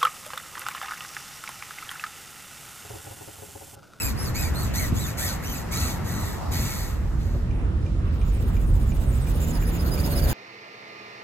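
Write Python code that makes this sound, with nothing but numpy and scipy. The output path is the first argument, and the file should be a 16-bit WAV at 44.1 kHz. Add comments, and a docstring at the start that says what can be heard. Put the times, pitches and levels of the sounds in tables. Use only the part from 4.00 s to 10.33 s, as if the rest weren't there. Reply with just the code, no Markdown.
"""Squeaks come first, hard and light in turn: a dry universal joint rubs twice on every turn of a drive shaft.
The microphones are outside a vehicle that creeps ever more slowly, and the stick-slip squeaks drag into
scrapes that shake the body. This fades into the cabin of a car that gathers speed, where quick chirps grow
over road rumble, tyre roar, engine hum and the ticking indicator."""
import sys
import numpy as np
from scipy import signal
from scipy.fft import rfft, irfft, next_fast_len
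from scipy.io import wavfile
from scipy.ndimage import uniform_filter1d

SR = 44100
rng = np.random.default_rng(int(sys.argv[2]) if len(sys.argv) > 2 else 0)


def wav_out(sig):
    """Save sig, one row per channel (or a flat mono array), as 16-bit PCM at SR to the path in sys.argv[1]."""
    wavfile.write(sys.argv[1], SR, np.round(np.clip(np.atleast_2d(sig).T, -1, 1) * 32767).astype(np.int16))


N = 279153
TIME = np.arange(N) / SR
CUTOFF_HZ = 15800


def joint(rubs, modes, apex, hold, wander, overtone_db, grit_db, idle_db):
    """Stick-slip in the bearing cup gives a harmonic squeal; rusty needles grind; both ring the shaft."""
    jitter, hop_size, half_partials, flutter, rasp = .065, .024, .65, .7, .45
    level, pitch, tone, rough = rub_motion(rubs, apex, hold)
    pitch = pitch * (1 + jitter * rough * drift(1800) + wander * drift(110) + hop_size * hops(per_s=55))
    phase = 2 * np.pi * np.cumsum(pitch) / SR
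    squeal, power = np.zeros(N), 1e-9
    for k in np.arange(1, 9, .5):
        gain = from_db(overtone_db * np.log2(k)) * np.clip((CUTOFF_HZ - k * pitch) / 500, 0, 1)
        if k % 1:   # strong and weak slips alternate, adding partials between the harmonics
            gain = gain * half_partials * rough
        squeal += gain * (1 + flutter * np.tanh(drift(70))) * np.sin(k * phase)
        power = power + gain ** 2 / 2
    # uneven slips shake the squeal's strength and fray its partials
    squeal = squeal * (1 + rasp * drift(500)) / np.hypot(1, rasp)
    grains = rng.standard_normal(N) * from_db(grit_db * drift(900))
    friction = np.sqrt(tone / power) * squeal + np.sqrt(1 - tone) * rms_one(grains)
    rung = friction + sum(from_db(db) * resonate(friction, hz, width) for hz, width, db in modes)
    level = np.maximum(level, from_db(idle_db))   # a faint grind goes on between rubs
    return level * rung / np.sqrt(uniform_filter1d(rung ** 2, size=500) + 1e-9)


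def rub_motion(rubs, apex, hold):
    """Pitch follows sliding speed, up steeply and down slowly; the squeal breaks up as pressure falls."""
    level, tone, rough = np.zeros((3, N))
    pitch = np.full(N, rubs[0][2], float)
    for start, length, top_hz, level_db, scrape, bend, press in rubs:
        span = slice(max(0, int(start * SR)), int((start + length) * SR))
        progress = (TIME[span] - start) / length
        steepness = np.where(progress < apex, 1.5, 1)
        level[span] = from_db(level_db) * pressure(progress * length, length, *press)
        pitch[span] = top_hz * np.exp(-bend * steepness * ((progress - apex) * length) ** 2)
        tone[span] = (1 - scrape) * np.exp(-((progress - apex) / hold) ** 4)
        rough[span] = scrape
    return level, pitch, tone, rough


def pressure(age, length, attack_s, release, rest):
    """Contact pressure builds quickly, holds, then lets go over the last part of a rub."""
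    arch = np.clip(np.minimum(age / attack_s, (1 - age / length) / release), 0, 1)
    return rest + (1 - rest) * np.sin(np.pi / 2 * arch) ** 1.32


def hops(per_s):
    """The contact loses its grip and catches at another pitch: random held steps of spread 1."""
    held = np.cumsum(rng.random(N) < per_s / SR)
    return rng.uniform(-np.sqrt(3), np.sqrt(3), N)[held]


# rubs under the creeping vehicle, hard and light in turn:
# (start [s], length [s], top pitch [Hz], relative level [dB], scrape share [0-1], pitch bend [1/s^2])
CREEP_RUBS = [(-0.02, 0.16, 2580, -27.5, 0.16, 14.6), (0.16, 0.17, 5700, -34, 0.27, 70),
              (0.339, 0.19, 2570, -30, 0.45, 34), (0.526, 0.19, 4490, -35, .36, 55),
              (0.731, 0.19, 2237, -28.5, 0.42, 60), (0.934, 0.22, 4030, -33.5, 0.44, 80),
              (1.168, 0.22, 1828, -27.5, 0.54, 65), (1.413, 0.24, 3113, -34.5, 0.42, 48),
              (1.707, 0.29, 1330, -28.5, 0.66, 16), (2.032, 0.39, 1960, -36.5, 0.74, 7.7),
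              (2.507, 0.5, 901, -29.5, 0.9, 5), (3.172, 0.3, 875, -39.5, 0.65, 2.7)]
# contact pressure of each kind of rub: (attack [s], release [share of rub], gain at the ends [0-1])
HARD_PRESS = (.025, 0.64, 0.05)
LIGHT_PRESS = (0.05, .44, 0.08)
# ringing of the shaft tube and yoke: (frequency [Hz], width [Hz], gain [dB])
CREEP_SHAFT_MODES = [(1330, 70, 3), (1940, 50, 5), (2200, 50, 1), (3100, 70, -4), (3560, 200, 1),
                     (4230, 180, -1), (4800, 200, -3), (5880, 60, 2), (6060, 60, 6), (6240, 50, 1),
                     (6510, 80, 0), (6750, 120, -3), (7810, 110, 1), (8290, 90, 0), (9450, 80, 3)]
# path from the underbody to the microphones outside: (frequency [Hz], gain [dB])
OUTSIDE_PATH = [(400, -18), (1200, -5.5), (2200, -4.5), (3100, -9.5), (4250, -3), (5400, -7.5),
                (6700, -1.5), (9000, -6), (12000, 0.5), (15500, -9.5)]
# the right channel's treble comes slightly late, so the squeaks lean left: (frequency [Hz], lag [ms])
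OUTSIDE_LAG = [(1500, 0), (2300, .04), (2900, .14), (4000, .06), (4900, .102), (7300, .137), (9800, .153),
               (15100, .166)]

def outside_squeaks():
    """From outside, in open air: the slowing shaft's rubs grow longer, lower and rougher."""
    rubs = [(*rub, (HARD_PRESS, LIGHT_PRESS)[k % 2]) for k, rub in enumerate(CREEP_RUBS)]
    squeaks = joint(rubs, CREEP_SHAFT_MODES, apex=.36, hold=.38, wander=.015,
                    overtone_db=-1.5, grit_db=3, idle_db=-50)
    return from_db(2) * in_stereo(squeaks, OUTSIDE_PATH, OUTSIDE_LAG,
                                  echo_db=-11, t60=.065, diffuse_db=-3, diffuse_hz=5600)


# how hard the car's joint binds: (time [s], relative chirp level [dB])
BINDING = [(4.07, -60), (4.22, -51.5), (4.45, -45), (4.8, -47), (5.15, -40), (5.45, -36.5), (5.7, -39),
           (6.05, -32), (6.3, -30.5)]
# its squeal as the load grows:
# (from time [s], hard pitch [Hz], light pitch [Hz], hard scrape share [0-1], light scrape share [0-1])
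SQUEAL_REGIMES = [(3.9, 8750, 7850, .4, .38), (4.58, 8000, 8750, .48, .3), (5.39, 7500, 7500, .5, .35),
                  (5.52, 5100, 7450, .45, .4), (5.78, 5050, 4700, .46, .45), (5.97, 4850, 4500, .52, .42)]
# contact pressure of a chirp: (attack [s], release [share of rub], gain at the ends [0-1])
CHIRP_PRESS = (0.034, 0.48, 0.38)

def car_rubs():
    """The car's joint rubs on every half turn of the shaft, at a steady rate and then ever faster."""
    first_s, chirps_per_s, speed_up_s, chirps_per_s2 = 4.045, 14.8, 5.2, 1.86
    duty, bend, light_db, scatter_db, pitch_scatter = .96, 85, -.5, 1.2, .024
    half_turns = chirps_per_s * (TIME - first_s) + chirps_per_s2 * np.maximum(TIME - speed_up_s, 0) ** 2 / 2
    edges = np.interp(np.arange(np.ceil(half_turns[-1]) + 1), half_turns, TIME)
    rubs = []
    for k, (start, end) in enumerate(zip(edges, edges[1:])):
        light = k % 2
        regime = [row for since, *row in SQUEAL_REGIMES if since <= start][-1]
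        top_hz, scrape = regime[light::2]
        top_hz *= 1 + pitch_scatter * rng.standard_normal()
        level_db = np.interp((start + end) / 2, *np.transpose(BINDING))
        level_db += light * light_db + scatter_db * rng.standard_normal()
        rubs.append((start, duty * (end - start), top_hz, level_db, scrape, bend, CHIRP_PRESS))
    return rubs


# ringing of the car's shaft: (frequency [Hz], width [Hz], gain [dB])
CAR_SHAFT_MODES = [(3050, 220, -4), (4280, 320, -4), (5000, 400, -5), (6060, 180, -3), (7000, 400, -5),
                   (7750, 250, -2), (8550, 320, 0), (9500, 350, -1), (13600, 1500, -9)]
# path through the body to the microphones in the cabin: (frequency [Hz], gain [dB])
CABIN_PATH = [(1500, 0), (2700, -5), (3600, -3.5), (4600, -8), (6000, -6), (7700, -7), (9600, -5.5),
              (11500, 2), (14000, -0.5), (15500, 2)]
# the right channel comes slightly before the left, so the chirps lean right: (frequency [Hz], lag [ms])
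CABIN_LAG = [(3500, -.25), (8000, -.298)]

def cabin_chirps():
    """From inside the car: quick chirps come through the body and echo off the panels close by."""
    chirps = joint(car_rubs(), CAR_SHAFT_MODES, apex=.35, hold=.58, wander=.014,
                   overtone_db=-1, grit_db=2, idle_db=-83)
    return from_db(.5) * in_stereo(chirps, CABIN_PATH, CABIN_LAG,
                                   echo_db=-8, t60=.05, diffuse_db=3, diffuse_hz=6560)


def in_stereo(x, path, lags, echo_db, t60, diffuse_db, diffuse_hz):
    """The treble comes slightly earlier in one channel; lower down, echoes come from all round."""
    x = colour(x, path)
    front = (x + from_db(echo_db) * reflections(x, t60)) / np.hypot(1, from_db(echo_db))
    around = lowpass(np.array([reflections(x, t60), reflections(x, t60)]), diffuse_hz)
    return np.array([front, delayed(front, lags)]) + from_db(diffuse_db) * around


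# shaking of the body, heard from outside: (frequency [Hz], relative density [dB])
SHUDDER_COLOUR = [(10, -40), (25, -19), (55, 3.5), (90, 0), (150, -3.5), (240, -9.5), (400, -22.5),
                  (700, -49), (1500, -100)]

def shudder():
    """Each rub shakes the creeping vehicle with a swell of rumble, strong only when the rub is slow."""
    slow_rub_s, delay_s, width_s = .2, .1, .15
    swells = np.zeros(N)
    for start, length, *_ in CREEP_RUBS:
        strength = (1 - np.exp(-(length / slow_rub_s) ** 2)) ** 2.83
        swells += strength * np.exp(-((TIME - start - delay_s) / width_s) ** 2)
    return from_db(-25.5) * swells * rms_one(colour(rng.standard_normal(N), SHUDDER_COLOUR))


# jolts of the body: (time [s], level [dB], low-pass cutoff [Hz], t60 [s])
JOLTS = [(0.92, -9, 273, 0.073), (3.342, -28.5, 713, 0.1)]

def jolts():
    """The body jolts: dull thuds that die quickly, centred between the microphones."""
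    out, attack_s = np.zeros(N), .0096
    for start, level_db, hz, t60 in JOLTS:
        age = np.maximum(TIME - start, 0)
        thud = rms_one(lowpass(lowpass(rng.standard_normal(N), hz), hz))
        out += thud * np.minimum(age / attack_s, 1) * from_db(level_db - 60 * age / t60)
    return out


# ringing of the flasher in the cabin: (frequency [Hz], relative level [dB], t60 [s])
FLASHER_MODES = [(2400, -7, 0.036), (2810, -14, 0.046), (5100, -17.5, .03), (6080, -18, 0.04)]

def indicator():
    """Even ticks, each a little louder, ring the flasher and scatter off the dashboard close by."""
    first_s, period_s, first_db, rise_db_per_s = 3.511, .3522, -37.5, 3
    times = np.arange(first_s, TIME[-1], period_s)
    clicks = np.zeros(N)
    clicks[(times * SR).astype(int)] = from_db(first_db + rise_db_per_s * (times - first_s))
    t = np.arange(SR // 8) / SR
    ring = sum(from_db(db - 60 * t / t60) * np.sin(2 * np.pi * hz * t) for hz, db, t60 in FLASHER_MODES)
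    ticks = signal.oaconvolve(clicks, ring)[:N]
    dashboard = np.array([reflections(ticks, t60=.094) for _ in range(2)])
    return ticks + from_db(-7) * dashboard


# the engine idles, winds up, then changes gear: (time [s], firing rate [Hz])
FIRING_RATE = [(4.3, 63), (5.85, 176), (6.0, 143.5), (6.2, 142.5), (6.33, 137)]
# its harmonics: (multiple of the firing rate, relative level [dB])
ENGINE_ORDERS = [(1, -2), (2, -16)]
# its fourth harmonic: (time [s], level [dB])
DRONE_LEVEL = [(5.9, -70), (6.0, -48), (6.16, -39.5), (6.33, -44)]

def engine():
    """From the cabin, a low hum on the firing rate; the fourth harmonic drones after the gear change."""
    hum_db, unsteady_db = -33, .5
    firing_hz = in_time(FIRING_RATE) * (1 + .0026 * drift(14))
    phase = 2 * np.pi * np.cumsum(firing_hz) / SR
    hum = sum(from_db(hum_db + db + unsteady_db * drift(1.9)) * np.sin(k * phase)
              for k, db in ENGINE_ORDERS)
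    drone = from_db(in_time(DRONE_LEVEL)) * np.sin(4 * phase)
    return np.sqrt(2) * (hum + drone)


# rolling rumble outside, easing as the vehicle slows: (time [s], level [dB])
CREEP_LEVEL = [(0, -27.5), (1.0, -25.5), (1.12, -34), (2.8, -30.5)]
# colours of that rumble and of the tyres: (frequency [Hz], relative density [dB])
CREEP_RUMBLE = [(13, -38), (22, -6), (48, -4), (80, 4), (146, -7), (193, -9.5), (222, -8), (274, -14),
                (385, -24), (500, -25), (650, -61), (1100, -120)]
CREEP_TYRES = [(250, 2), (500, 2), (900, 2.5), (1500, -1.5), (2200, -9.5), (3200, -17.5), (6000, -17),
               (12000, -31), (16000, -60)]
# likeness of the noise at the two microphones outside: (frequency [Hz], correlation [-1 to 1])
CREEP_LIKENESS = [(40, 1), (100, 0.6), (200, 0), (800, 0.12), (1300, 0.85), (2000, 0.6), (2800, 0)]

def outside_road():
    """Behind the squeaks, engine and body rumble while the tyres roll on concrete."""
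    rumble = from_db(in_time(CREEP_LEVEL)) * road_noise(CREEP_RUMBLE, CREEP_LIKENESS, flicker_db=.33)
    tyres = from_db(-37.5) * road_noise(CREEP_TYRES, CREEP_LIKENESS, flicker_db=2)
    return rumble + tyres


# rumble and tread roar in the cabin: (time [s], level [dB])
CABIN_LEVEL = [(3.3, -20), (4.2, -22.5), (4.75, -19.5), (5.2, -22), (5.8, -23.5), (6.1, -20.5)]
TREAD_LEVEL = [(5.0, -69), (5.4, -42.5), (5.95, -42.5), (6.17, -36), (6.33, -38)]
# colours of rumble, tyres and tread: (frequency [Hz], relative density [dB])
CABIN_RUMBLE = [(13, -37), (22, -27), (38, 1.5), (60, 3), (156, -13), (209, -20), (236, -32), (283, -24.5),
                (320, -21.5), (420, -29.5), (700, -120)]
CABIN_TYRES = [(180, 11), (290, -0.5), (450, -4.5), (750, -8), (1300, -10.5), (2200, -17.5), (3500, -23.5),
               (6000, -30.5), (9500, -35), (15000, -70)]
TREAD_COLOUR = [(190, -11), (280, 0.5), (350, 21), (460, 3.5), (600, -16), (800, -17)]
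# likeness of the noise at the two microphones inside: (frequency [Hz], correlation [-1 to 1])
CABIN_LIKENESS = [(40, 0.95), (130, 0.97), (250, 0.72), (600, 0.62), (1400, 0.27), (3500, 0.07)]
# the open window is on the left, so road noise reaches the right later: (frequency [Hz], lag [ms])
WINDOW_LAG = [(300, 0.21), (1500, .15)]

def cabin_road():
    """Rumble fills the cabin; tyre noise and the tread's hollow roar swell as the car pulls away."""
    pull_away_s, rise_db_per_s = 4.68, 5.5
    tyres_db = -39.5 + rise_db_per_s * np.maximum(TIME - pull_away_s, 0)
    rumble = from_db(in_time(CABIN_LEVEL)) * road_noise(CABIN_RUMBLE, CABIN_LIKENESS, flicker_db=.9)
    tyres = from_db(tyres_db) * road_noise(CABIN_TYRES, CABIN_LIKENESS, flicker_db=2)
    tread = from_db(in_time(TREAD_LEVEL)) * road_noise(TREAD_COLOUR, CABIN_LIKENESS, flicker_db=2)
    left, right = rumble + tyres
    return np.array([left, delayed(right, WINDOW_LAG)]) + tread


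def road_noise(spectrum, likeness, flicker_db):
    """Half-octave bands of stereo noise, each with its own flicker and likeness; rms 1."""
    out, edges = 0, 22 * 2 ** np.arange(0, 9.6, .5)
    white = rng.standard_normal((2, 2, N))
    for k, (low, high) in enumerate(zip(edges, edges[1:])):
        hz = np.sqrt(low * high)
        if spectrum[0][0] < high and low < spectrum[-1][0]:
            band = signal.butter(2, [low, high], "band", fs=SR, output="sos")
            mid, side = signal.sosfilt(band, white[k % 2])
            alike = at_hz(likeness, hz)
            gain = from_db(at_hz(spectrum, hz) + flicker_db * drift(14))
            out = out + gain * (np.sqrt(1 + alike) * mid + np.sqrt(1 - alike) * side * [[1], [-1]])
    return rms_one(out)


def reflections(x, t60):
    """Dense short echoes between road, underbody and panels, with the power kept."""
    t = np.arange(SR // 4) / SR
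    tail = rng.standard_normal(len(t)) * from_db(-60 * t / t60)
    return signal.oaconvolve(x, tail / np.linalg.norm(tail))[:N]


FFT_SIZE = next_fast_len(N + 4096)
FFT_HZ = np.maximum(np.fft.rfftfreq(FFT_SIZE, 1 / SR), 1)

def colour(x, spectrum):
    """Filter by a smooth spectrum."""
    return irfft(rfft(x, FFT_SIZE) * from_db(at_hz(spectrum, FFT_HZ)), FFT_SIZE)[:N]


def delayed(x, lags):
    """Shift a sound in time by a lag that differs with frequency."""
    lag_s = at_hz(lags, FFT_HZ) / 1000
    return irfft(rfft(x, FFT_SIZE) * np.exp(-2j * np.pi * FFT_HZ * lag_s), FFT_SIZE)[:N]


def resonate(x, hz, width):
    """A resonance of gain 1 at its peak."""
    r = np.exp(-np.pi * width / SR)
    feedback = [1, -2 * r * np.cos(2 * np.pi * hz / SR), r * r]
    return signal.lfilter(np.array([1, 0, -1]) * (1 - r * r) / 2, feedback, x + 1e-18)


def lowpass(x, hz):
    """Second-order low-pass."""
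    return signal.sosfilt(signal.butter(2, hz, fs=SR, output="sos"), x)


def drift(rate):
    """Smooth chance of spread 1 that changes about rate times a second."""
    knots = rng.standard_normal(N // 8)
    return rms_one(np.interp(TIME * rate, np.arange(len(knots)), knots))


def in_time(points):
    """A curve at every sample, corners rounded."""
    return uniform_filter1d(np.interp(TIME, *np.transpose(points)), size=600)


def at_hz(points, hz):
    """Read a spectrum on a log-frequency axis."""
    knots_hz, values = np.transpose(points)
    return np.interp(np.log(hz), np.log(knots_hz), values)


def from_db(db):
    """Decibels to gain."""
    return 10 ** (np.asarray(db) / 20)


def rms_one(x):
    """Scale to unit power."""
    return x / np.sqrt(np.mean(x ** 2) + 1e-20)


def scene():
    """The place outside the creeping vehicle fades into the car's cabin, a little louder on the right."""
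    fade_start_s, fade_end_s = 2.44, 3.6
    outside = outside_squeaks() + outside_road() + shudder()
    cabin = (cabin_chirps() + cabin_road() + engine() + indicator()) * from_db([[-1], [1]])
    fade = np.clip((TIME - fade_start_s) / (fade_end_s - fade_start_s), 0, 1)
    return (1 - fade) * outside + fade * cabin + jolts()


def record(dry):
    """The top treble of both channels is cut steeply."""
    return signal.sosfilt(signal.ellip(10, .2, 80, CUTOFF_HZ, fs=SR, output="sos"), dry)


dry = scene()
out = record(dry)
wav_out(out)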